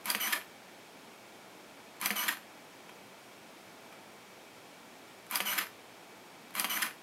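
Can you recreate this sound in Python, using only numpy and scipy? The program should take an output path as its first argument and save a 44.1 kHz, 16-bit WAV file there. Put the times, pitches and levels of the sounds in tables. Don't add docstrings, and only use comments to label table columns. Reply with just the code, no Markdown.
import sys
import numpy as np
from scipy import signal
from scipy.fft import rfft, irfft
from scipy.io import wavfile
from scipy.ndimage import uniform_filter1d

SR = 44100
rng = np.random.default_rng(int(sys.argv[2]) if len(sys.argv) > 2 else 0)


def file_out(sig):
    cols = np.atleast_2d(sig).T
    lim = np.clip(cols, -1, 1)
    pcm = np.round(lim * 32767).astype(np.int16)
    wavfile.write(sys.argv[1], SR, pcm)


N = 309582
FFT_SIZE = 8192
LEAD_S, CYCLE_S = .2, .7


def undb(db):
    return 10 ** (np.asarray(db) / 20)


def unit(x):
    return x / np.sqrt(np.mean(x ** 2))


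def freqs(size):
    return np.maximum(np.fft.rfftfreq(size, 1 / SR), 1)


def add(out, x, start_s):
    k = int(round(start_s * SR))
    x = x[max(-k, 0):len(out) - k]
    out[max(k, 0):max(k, 0) + len(x)] += x


def walk(size, count):
    return unit(uniform_filter1d(rng.standard_normal(size), size=count))


def fall(t, from_s, db_per_s):
    return undb(-db_per_s * np.maximum(t - from_s, 0))


def drive(t, start_s, length_s, fall_db_per_s, engage_s=.0078):
    return np.clip((t - start_s) / engage_s, 0, 1) * fall(t, start_s + length_s, fall_db_per_s)


def contacts(size, spread_db):
    return unit(rng.standard_normal(size) * undb(spread_db * rng.standard_normal(size)))


def ring(push, modes, tilt_db=0, knee_hz=2000, lowest_hz=150):
    f = freqs(FFT_SIZE)
    power = sum(undb(db) ** 2 / (1 + ((f * f - hz * hz) / (f * width)) ** 2 / 2) ** 2
                for hz, width, db in modes)
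    power /= 1 + (lowest_hz / f) ** 4
    gain = np.sqrt(power) * undb(tilt_db * np.log2(np.maximum(f, knee_hz)))
    cepstrum = irfft(np.log(gain / gain.max() + 1e-5))
    cepstrum[1:FFT_SIZE // 2] *= 2
    cepstrum[FFT_SIZE // 2 + 1:] = 0
    response = irfft(np.exp(rfft(cepstrum)))
    return signal.fftconvolve(push, response / np.linalg.norm(response))[:len(push)]


def strike(t, blows, modes, chatter_db, slop_s=.00015):
    out = np.zeros(len(t))
    age = np.arange(FFT_SIZE // 2) / SR
    for s, db, chatter_s, tilt_db in blows:
        chatter = contacts(len(age), spread_db=2) * np.exp(-age / chatter_s)
        push = chatter * undb(chatter_db)
        push[0] -= 1
        sound = ring(push, modes, tilt_db)
        sound /= np.linalg.norm(sound)
        add(out, undb(db) * sound, s + LEAD_S + slop_s * rng.standard_normal())
    return out


# frequency in Hz, relative spectral level in dB.
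AIR_SPECTRUM = [(25, -50), (50, -20.5), (86, -16), (110, -6.5), (150, -6.5), (185, -0.5), (350, 0),
                (540, -2), (800, -1.5), (1150, -6), (2100, -8.5), (5000, -15.5), (13900, -23.5),
                (15800, -29)]
# resonance in Hz, width in Hz, relative level in dB.
DUCT_MODES = [(664, 63, -0.5), (870, 58, -2), (1375, 66, -4.5), (2291, 80, 1), (2540, 89, -4),
              (3230, 110, -6), (3600, 120, -10.5), (5470, 73, -10)]


def room_tone(rush_db=-53.5, duct_db=-63):
    hz, db = np.transpose(AIR_SPECTRUM)
    colour = undb(np.interp(np.log(freqs(N)), np.log(hz), db))
    rush = irfft(rfft(rng.standard_normal(N)) * colour, N)
    ducts = ring(rng.standard_normal(N), DUCT_MODES)
    return undb(rush_db) * unit(rush) + undb(duct_db) * ducts


# start in seconds, relative energy in dB,
# # chatter time constant in seconds, treble tilt in dB per octave.
LATCH_CLICKS = [(-.138, -28, .001, -1), (-.0924, -9, 0.0019, 2.5), (-.089, -17, 0.005, 2)]
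# resonance in Hz, width in Hz, relative level in dB.
LATCH_MODES = [(748, 85, -14.5), (1070, 180, 4), (1640, 690, -6), (2245, 120, 6), (2950, 500, -9),
               (4428, 940, -13), (6200, 210, -13), (7400, 280, -11), (10150, 2000, -11.5),
               (12100, 867, -7.5)]


def latch(t):
    return strike(t, LATCH_CLICKS, LATCH_MODES, chatter_db=-10)


# start in seconds, length in seconds, relative level in dB, swell over the run in dB,
# sharpness of the tooth contacts in dB.
GEAR_TRAIN_RUNS = [(-.109, .018, -49, -4, 2), (-.089, 0.052, -34.5, 5, -0.5), (-.03, 0.049, -44, 3, 4),
                   (.024, .026, -43, 2, -6), (0.047, 0.09, -37.5, 0, 3), (0.136, 0.034, -39, 4.5, 0),
                   (0.186, 0.036, -35.5, -1, -1.5)]
# resonance in Hz, width in Hz, relative level in dB.
HOUSING_MODES = [(210.5, 34.4, -2.5), (295, 37, -6), (335, 22, -7), (490, 24, -12), (630, 66, -6),
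                 (766, 104, -6), (985, 67, 3), (1208, 173, 1.5), (1490, 280, -3), (2005, 70, -2.5),
                 (2240, 1140, -5.5), (2396, 87, -0.5), (3190, 230, -5), (3900, 159, -12.5),
                 (4180, 260, -8.5), (4907, 860, -13), (6170, 410, -13), (7040, 438, -16),
                 (9340, 3900, -15.5), (11560, 1400, -9.5), (12140, 384, -7), (13226, 533, -12.5)]


def gear_train(t, coast_db_per_s=482, dulling_db_per_s=200):
    low_gain, treble_gain = np.zeros(len(t)), np.zeros(len(t))
    for start_s, length_s, db, swell_db, sharp_db in GEAR_TRAIN_RUNS:
        progress = np.clip((t - start_s) / length_s, 0, 1)
        force = undb(db + swell_db * (progress - .5)) * drive(t, start_s, length_s, coast_db_per_s)
        sharpness = undb(sharp_db) * fall(t, start_s + length_s, dulling_db_per_s)
        low_gain = np.hypot(low_gain, force)
        treble_gain = np.hypot(treble_gain, force * sharpness)
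    rattle = ring(contacts(len(t), spread_db=4), HOUSING_MODES)
    low = signal.sosfiltfilt(signal.butter(2, 4000, fs=SR, output="sos"), rattle)
    return low_gain * low + treble_gain * (rattle - low)


# start in seconds, relative level in dB.
BODY_JOLTS = [(-.081, -41.5), (-.045, -49), (.002, -33.5), (.127, -40.5), (0.164, -50)]


def table_thump(t, hz=208, t60=.12, rise_s=.0044):
    out = np.zeros(len(t))
    for s, db in BODY_JOLTS:
        age = np.maximum(t - s, 0)
        detune = 1 + .0093 * rng.standard_normal()
        envelope = (1 - np.exp(-age / rise_s)) * np.exp(-np.log(1000) * age / t60)
        out += undb(db) * envelope * np.sin(2 * np.pi * hz * detune * age)
    return out


# start in seconds, relative energy in dB,
# chatter time constant in seconds, treble tilt in dB per octave.
CURTAIN_SNAPS = [(-.053, -19, .003, 5), (-.0473, -1, 0.0015, 0.9), (-.0457, -7.5, 0.0017, -2),
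                 (-.041, -11, 0.0068, 11), (-.032, -11, .004, 11)]
# resonance in Hz, width in Hz, relative level in dB.
SHUTTER_MODES = [(212, 110, -21), (357, 170, -15), (570, 61, -28), (805, 87, -8), (910, 74, -18),
                 (1100, 271, -14), (2090, 530, -1.5), (2770, 119, -5), (3330, 250, 0.5), (3968, 240, -10),
                 (4840, 330, 2), (6020, 200, -1.5), (8250, 2400, -11), (9020, 250, -4), (9800, 580, -0.5),
                 (11850, 1900, -1.5), (13035, 237, -6)]


def shutter(t):
    return strike(t, CURTAIN_SNAPS, SHUTTER_MODES, chatter_db=-5)


# start in seconds,
# relative energy in dB, chatter time constant in seconds, treble tilt in dB per octave.
MIRROR_SLAPS = [(-.0001, -2.5, 0.00055, -2.5), (.0035, -8, 0.0018, 3), (.0052, -9.5, 0.003, -1),
                (.012, -13.5, 0.0045, -2), (.131, -15, .0015, 5), (.224, -21.5, 0.0052, -6)]
# resonance in Hz, width in Hz, relative level in dB.
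MIRROR_MODES = [(206.7, 22, 5.5), (296, 42, -11), (314, 43, -12), (469, 33, -3.5), (556, 30, -7),
                (747, 105, -4), (1003, 93, -5.5), (1158, 130, -4.5), (2120, 930, -2), (2850, 140, -5.5),
                (2982, 64, -10), (3170, 140, -3), (4262, 130, -17), (4700, 270, -10), (6221, 700, -16),
                (9653, 1800, -14), (11936, 1500, -15.5)]


def mirror(t):
    return strike(t, MIRROR_SLAPS, MIRROR_MODES, chatter_db=-17)


# multiple of the shaft rate, relative level in dB.
WHINE_TONES = [(5, -13), (8, -7.5), (9, -4.5), (12, -6), (24, -5.5), (36, -8), (48, -0.5)]


def motor(t, start_s=.05, length_s=.074, whine_db=-40.5):
    free_hz, sag_hz, pull_after_s, pull_width_s = 265.5, 19, .043, .042
    flutter, roughness, slip_rad, runout, pinion_teeth = .0077, .47, .52, .2, 12
    age = t - start_s
    pull = np.exp(-((age - pull_after_s) / pull_width_s) ** 2)
    shaft_hz = (free_hz - sag_hz * pull) * (1 + flutter * walk(len(t), count=60))
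    turns = np.cumsum(shaft_hz) / SR
    pinion_gain = undb(7) * fall(age, from_s=.04, db_per_s=550)
    whine = np.zeros(len(t))
    for multiple, db in WHINE_TONES:
        phase = 2 * np.pi * (multiple * turns + rng.random()) + slip_rad * walk(len(t), count=200)
        strength = undb(db) * (1 + roughness * walk(len(t), count=160))
        if multiple == pinion_teeth:
            strength *= pinion_gain
        whine += strength * np.sqrt(2) * np.sin(phase)
    whine *= 1 + runout * np.sin(2 * np.pi * turns)
    return whine * undb(whine_db) * drive(t, start_s, length_s, fall_db_per_s=600)


# start in seconds,
# relative energy in dB, chatter time constant in seconds, treble tilt in dB per octave.
PAWL_SCRAPES = [(.123, -7, 0.015, -10.5), (0.206, -16, .005, 1.5), (0.219, -23, .005, -8),
                (0.265, -20, 0.0013, -5)]
# resonance in Hz, width in Hz, relative level in dB.
STOP_MODES = [(312, 30, -2.5), (701, 36, -15.5), (803, 41, -23), (990, 121, -10.5), (1224, 91, -7.5),
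              (1475, 97, -1.5), (1790, 490, 0.0), (2930, 1140, -5.5), (5050, 200, -9), (6140, 900, -17),
              (7240, 230, -10), (9984, 3000, -15.5), (10800, 560, -8), (12100, 482, -6), (13135, 604, -20)]


def winder_stop(t, crash_s=.1752, gap_s=.0025, chatter_s=.0041):
    first_db, swell_db = -5.5, .5
    tilt_db, dulling_db = 1.6, .94
    judder = [(crash_s + k * gap_s, first_db + k * swell_db, chatter_s, tilt_db - k * dulling_db)
              for k in range(5)]
    return strike(t, PAWL_SCRAPES + judder, STOP_MODES, chatter_db=-11)


# start in seconds into the scene, relative energy in dB.
RELEASE_TICKS = [(2.892, -24.5), (3.628, -35), (3.925, -26)]


def release_button(decay_s=.0065):
    push = np.zeros(N)
    age = np.arange(FFT_SIZE // 2) / SR
    for s, db in RELEASE_TICKS:
        tick = contacts(len(age), spread_db=6) * np.exp(-age / decay_s)
        add(push, undb(db) * tick / np.linalg.norm(tick), s)
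    return ring(push, HOUSING_MODES, tilt_db=-4)


def exposure():
    t = np.arange(int(CYCLE_S * SR)) / SR - LEAD_S
    blows = latch(t) + shutter(t) + mirror(t) + winder_stop(t)
    return blows + table_thump(t) + gear_train(t) + motor(t)


def room(direct, wet_db=-9, t60=.26, gap_s=.0044):
    age = np.arange(SR // 2) / SR
    tail = rng.standard_normal(len(age)) * np.exp(-np.log(1000) * age / t60)
    tail *= np.clip(age / gap_s - 1, 0, 1)
    return direct + undb(wet_db) * signal.fftconvolve(direct, tail / np.linalg.norm(tail))[:N]


# the mirror's landing in seconds into the scene, gain in dB.
EXPOSURES = [(.1493, -1.5), (2.106, -1.5), (5.4040, -1.55), (6.6446, -1.5)]


def scene():
    camera = release_button()
    for s, db in EXPOSURES:
        add(camera, undb(db) * exposure(), s - LEAD_S)
    return (room(camera) + room_tone())[None]


def record(dry, top_hz=15750):
    return signal.sosfilt(signal.ellip(10, .2, 80, top_hz, fs=SR, output="sos"), dry)


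dry = scene()
out = record(dry)
file_out(out)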